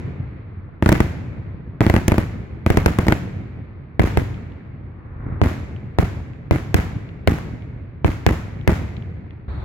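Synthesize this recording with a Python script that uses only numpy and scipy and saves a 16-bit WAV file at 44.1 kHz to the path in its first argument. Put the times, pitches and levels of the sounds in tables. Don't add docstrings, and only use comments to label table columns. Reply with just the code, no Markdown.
import sys
import numpy as np
from scipy import signal
from scipy.fft import rfft, irfft, next_fast_len
from scipy.io import wavfile
from scipy.ndimage import uniform_filter1d

SR = 44100
rng = np.random.default_rng(int(sys.argv[2]) if len(sys.argv) > 2 else 0)


def to_wav(s):
    ch = np.atleast_2d(s).T
    pcm = np.round(np.clip(ch, -1, 1) * 32767)
    wavfile.write(sys.argv[1], SR, pcm.astype(np.int16))


N = 425124
T = np.arange(N) / SR

# t/s, front pressure/dB re 1, weight (0 light, 1 heavy), crack/dB, fizz/dB (both before port gain)
ARRIVALS = [ (0.825, 6.5, 0.092, -18.5, -46), (0.8608, 18, 0.11, -14, -38), (0.8904, 11, 0.18, -8, -20),
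            (.919, 13.5, 0.15, -24, -30), (.9253, 13.5, 0.055, -12.5, -23.5),
            (1.0037, 13, 0.08, -11, -26.5), (1.8069, 14.5, 0.058, -18.5, -48),
            (1.8142, 10.5, 0.16, -20, -43), (1.8655, 12.5, .03, -14.5, -36),
            (1.8986, 8.5, 0.33, -12.5, -28), (1.94, 14, 0.039, -22, -31), (1.9641, 7, 0.024, -15.5, -33),
            (2.0806, 11.5, .05, -14, -15.5), (2.1193, 12, 0.16, -16.5, -28.5),
            (2.1812, 10.5, 0.024, -17, -28.5), (2.6634, 8.5, 0.075, -14.5, -50),
            (2.7023, 15.5, 0.57, -13, -28), (2.772, 15, 0.32, -12, -24.5), (2.86, 17.5, 0.2, -8.5, -19),
            (2.9867, 14, .03, -13, -29), (3.068, -1, .05, -35, -36), (3.0833, 17, .03, -12.5, -28),
            (3.1226, 6, .05, -9, -28), (3.995, 22.5, 0.82, -10, -52), (4.173, 12, 0.68, -16.5, -30.5),
            (5.4156, 21, 0.91, -25, -53.5), (5.9864, 17.5, 0.86, -12.5, -48),
            (6.5102, 16.5, 0.92, -14, -55), (6.7433, 20, 0.88, -10.5, -21), (7.2746, 19.5, 0.76, -7.5, -37),
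            (8.046, 16.5, 0.89, -18, -61), (8.2649, 20.5, 0.98, -7, -33), (8.6761, 20, 0.85, -10.5, -27),
            (8.6934, 3, 0.034, -32, -41)]
PUSH_MS, SUCTION_MS = (2.1, .45), (4, 7.9)


def undb(db):
    return 10 ** (np.asarray(db) / 20)


def add(out, start_s, x):
    i = int(round(start_s * SR))
    out[..., i:i + x.shape[-1]] += x[..., :N - i]


def butter(x, hz, kind, order=2):
    hz = np.minimum(hz, SR / 2 - 1)
    return signal.sosfilt(signal.butter(order, hz, kind, fs=SR, output="sos"), x)


def diffuse(spectrum, alike_hz, grain=0):
    size = next_fast_len(N)
    hz = np.fft.rfftfreq(size, 1 / SR) + 1
    points_hz, points_db = np.transpose(spectrum)
    colour = undb(np.interp(np.log(hz), np.log(points_hz), points_db))
    grain_gain = np.repeat(np.exp(grain * rng.standard_normal(size // 32 + 1)), 32)[:size]
    mid, side = rfft(rng.standard_normal((2, size)) * grain_gain) * colour
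    alike = 1 / (1 + (hz / alike_hz) ** 2)
    mid *= np.sqrt(1 + alike)
    side *= np.sqrt(1 - alike)
    x = irfft(np.array([mid + side, mid - side]), size)[:, :N]
    return x / x.std()


def by_weight(weight, ends):
    return np.interp(weight, [0, 1], ends)


def dying(rise_s, t60_s, deaf_s=0.0015):
    earlier_s, earlier_db = -0.3, 9.7
    base_db, slope_db_per_db = -9, 0.7
    rate = 2 * np.log(1000) / t60_s
    power = undb(earlier_db) ** 2 * np.exp(-rate * (T - earlier_s))
    shape = (1 - np.exp(-T / rise_s)) ** 2 * np.exp(-rate * T)
    for start_s, front_db, *_ in ARRIVALS:
        gain = undb(base_db + slope_db_per_db * front_db)
        add(power, start_s + deaf_s * undb(front_db), gain ** 2 * shape)
    return np.sqrt(power)


def scatter(lumps_db=2.5, lumps_per_s=28, air_hz=6000, treble_db=3.5):
    # f/Hz, relative level/dB
    near_spectrum = [(30, 14), (90, -0.5), (170, 2.5), (240, -5), (320, 0.5), (450, -12), (700, -11.5),
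                     (1000, -17.5), (2100, -16.5), (3200, -31.5), (7000, -47.5), (9000, -45.5),
                     (12000, -40), (16000, -49.5)]
    field_spectrum = [(40, 5.5), (150, 3.5), (350, -11.5), (700, -5.5), (2100, -10), (3200, -18),
                      (5000, -23), (7400, -24), (9000, -39), (11000, -26), (14000, -36), (16000, -30.5)]
    far_spectrum = [(25, -14.5), (60, 0.5), (100, 3.5), (170, -6.5), (300, -14), (600, -25), (1100, -34.5),
                    (2200, -31), (3100, -46.5), (4400, -52), (6500, -81), (14000, -98)]
    knots_s = np.arange(0, T[-1] + 1, 1 / lumps_per_s)
    roll = undb(lumps_db * np.interp(T, knots_s, rng.standard_normal(len(knots_s))))
    near = undb(-12.5) * dying(0.0031, 0.25) * diffuse(near_spectrum, 530, grain=0.81)
    hiss = undb(-32) * diffuse(field_spectrum, 550)
    treble = butter(hiss, air_hz, "high", order=1)
    field = dying(0.004, 0.8) * (hiss - treble)
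    field = field + undb(treble_db) * dying(0.003, 0.39) * treble
    far = undb(-28.5) * dying(0.047, 2.93) * diffuse(far_spectrum, 380, grain=0.24)
    return near + field + far + (roll - 1) * butter(far, 450, "low", order=1)


def swell(peak_s, peak_db, rise_db_per_s, fall_db_per_s):
    return undb(peak_db - np.maximum(rise_db_per_s * (peak_s - T), fall_db_per_s * (T - peak_s)))


def distant():
    # f/Hz, relative level/dB
    rumble_spectrum = [(25, 6.5), (55, 5.5), (90, 4.5), (130, -0.5), (180, -11.5), (350, -15.5), (700, -32),
                       (2200, -39), (3100, -66.5), (7000, -92), (14000, -78)]
    rush_spectrum = [(100, -5), (400, -1), (700, -3), (1150, 1), (1600, -4), (2200, -10), (3000, -27),
                     (4200, -33), (5500, -53), (14000, -64)]
    rush_start_db, rush_fade_db_per_s = -53.5, 0.9
    rumble = undb(-32.5) + swell(5.29, -18.5, 110, 75)
    rush = undb(rush_start_db - rush_fade_db_per_s * T) + swell(5.34, -43.5, 44, 70)
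    return rumble * diffuse(rumble_spectrum, 420, grain=0.67) + rush * diffuse(rush_spectrum, 510)


def ticks():
    # t/s, peak level/dB, centre f/Hz
    stray_ticks = [(.689, -38, 900), (8.967, -31, 3000), (9.307, -36, 2400)]
    echo_delay_s, echo_gain_db, echo_hz = .347, -57, 2600
    out, t = np.zeros((2, N)), np.arange(SR // 30) / SR
    echoes = [(start_s + echo_delay_s, front_db + echo_gain_db, echo_hz)
              for start_s, front_db, weight, _, _ in ARRIVALS if weight > .5]
    for start_s, peak_db, centre_hz in stray_ticks + echoes:
        burst = rng.standard_normal((2, len(t))) * np.exp(-t / .002)
        snap = butter(burst, [centre_hz * .7, centre_hz * 1.3], "band", order=3)
        add(out, start_s, undb(peak_db) * snap / np.abs(snap).max())
    return out


def blast(t, push_ms, suction_ms, rebound=.1, rebound_ms=1.3, rise_ms=0.17):
    suction_depth = .62
    ms = t * 1000
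    push = np.clip(1 - ms / push_ms, 0, 1) * np.tanh(np.maximum(ms, 0) / rise_ms) ** 2
    suction = np.sin(np.pi * np.clip((ms - push_ms) / suction_ms, 0, 1))
    late = np.maximum(ms - push_ms - suction_ms, 0) / rebound_ms
    return push - suction_depth * suction + rebound * late * np.exp(1 - late)


def shells(grass_hz=900, edge_db=-3, edge_hz=300):
    # delay/s, relative level/dB
    edge_echoes = [(.024, -9), (.033, -6.5), (0.0452, 7), (.187, -14.5), (.217, -12)]
    ground_lag_ms, right_longer_ms = (3.24, 1.66), (0.21, 2.2)
    rebound_ratio, edge_weight_db = (0.029, .17), (-27.5, -22)
    ground_gain, port_lag_s = .7, .00011
    blasts, echoes = np.zeros((2, N)), np.zeros(N)
    t = np.arange(SR // 20) / SR
    thud = blast(t, 2.02, 8.56, rebound=0.14, rebound_ms=3.0)
    for start_s, front_db, weight, _, _ in ARRIVALS:
        push_ms, suction_ms = by_weight(weight, PUSH_MS), by_weight(weight, SUCTION_MS)
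        rebound = by_weight(weight, rebound_ratio)
        lag_s = by_weight(weight, ground_lag_ms) / 1000
        right_push_ms = push_ms + by_weight(weight, right_longer_ms)
        for port, port_push_ms in enumerate([push_ms, right_push_ms]):
            wave = blast(t - port * port_lag_s, port_push_ms, suction_ms, rebound=rebound, rebound_ms=0.49)
            wave = undb(front_db) * wave
            add(blasts[port], start_s, wave)
            add(blasts[port], start_s + lag_s, ground_gain * butter(wave, grass_hz, "low", order=1))
        for delay_s, gain_db in edge_echoes:
            echo_db = front_db + by_weight(weight, edge_weight_db) + gain_db
            add(echoes, start_s + delay_s, undb(echo_db) * thud)
    return blasts + undb(edge_db) * butter(echoes, edge_hz, "low", order=1)


def crackle(release_db=-13):
    crack, fizz, t = np.zeros(N), np.zeros(N), np.arange(SR // 50) / SR
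    spell = np.exp(-(t / .0034) ** 2)
    for start_s, _, weight, crack_db, fizz_db in ARRIVALS:
        length_s = (by_weight(weight, PUSH_MS) + by_weight(weight, SUCTION_MS)) / 1000
        add(crack, start_s, undb(crack_db) * spell)
        add(crack, start_s + length_s, undb(crack_db + release_db) * spell)
        add(fizz, start_s, undb(fizz_db) * spell)
    crack_noise = diffuse([(100, -6.5), (450, 5.0), (1000, -4.5), (2100, 2.0), (3200, -19),
                           (6000, -36.5), (14000, -32)], 230)
    fizz_noise = diffuse([(500, -6), (3500, 2), (7000, 0), (9000, -3), (12500, -1), (16000, -5)], 1000)
    crack_port_gain = undb(np.array([[3], [-2.5]]))
    fizz_port_gain = undb(np.array([[-.5], [2.1]]))
    return crack * crack_noise * crack_port_gain + fizz * fizz_noise * fizz_port_gain


def roar():
    # f/Hz, relative level/dB
    roar_spectrum = [(30, 6), (70, 6), (130, -5), (260, -18), (500, -25), (1100, -26), (2200, -36),
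                     (3000, -48), (3600, -42), (4300, -42), (5000, -64), (14000, -76)]
    start_s, rise_s, level_db = 9.48, 0.0024, -21
    return undb(level_db) * np.clip((T - start_s) / rise_s, 0, 1) * diffuse(roar_spectrum, 360)


def scene():
    return scatter() + distant() + ticks() + shells() + roar()


def record(dry, swing=0.82, bass_cut_hz=78, slew_hz=2600, ceiling=0.83):
    held = swing * np.tanh(dry / swing)
    load = np.clip(uniform_filter1d(held ** 2, SR // 2000) * 4, 0, 1)
    held = held + load * (butter(held, slew_hz, "low", order=1) - held)
    x = butter(held + crackle(), bass_cut_hz, "high")
    x = x / (1 + (x / ceiling) ** 8) ** (1 / 8)
    top_hz = 16000
    return signal.sosfilt(signal.ellip(8, .2, 70, top_hz, fs=SR, output="sos"), x)


dry = scene()
out = record(dry)
to_wav(out)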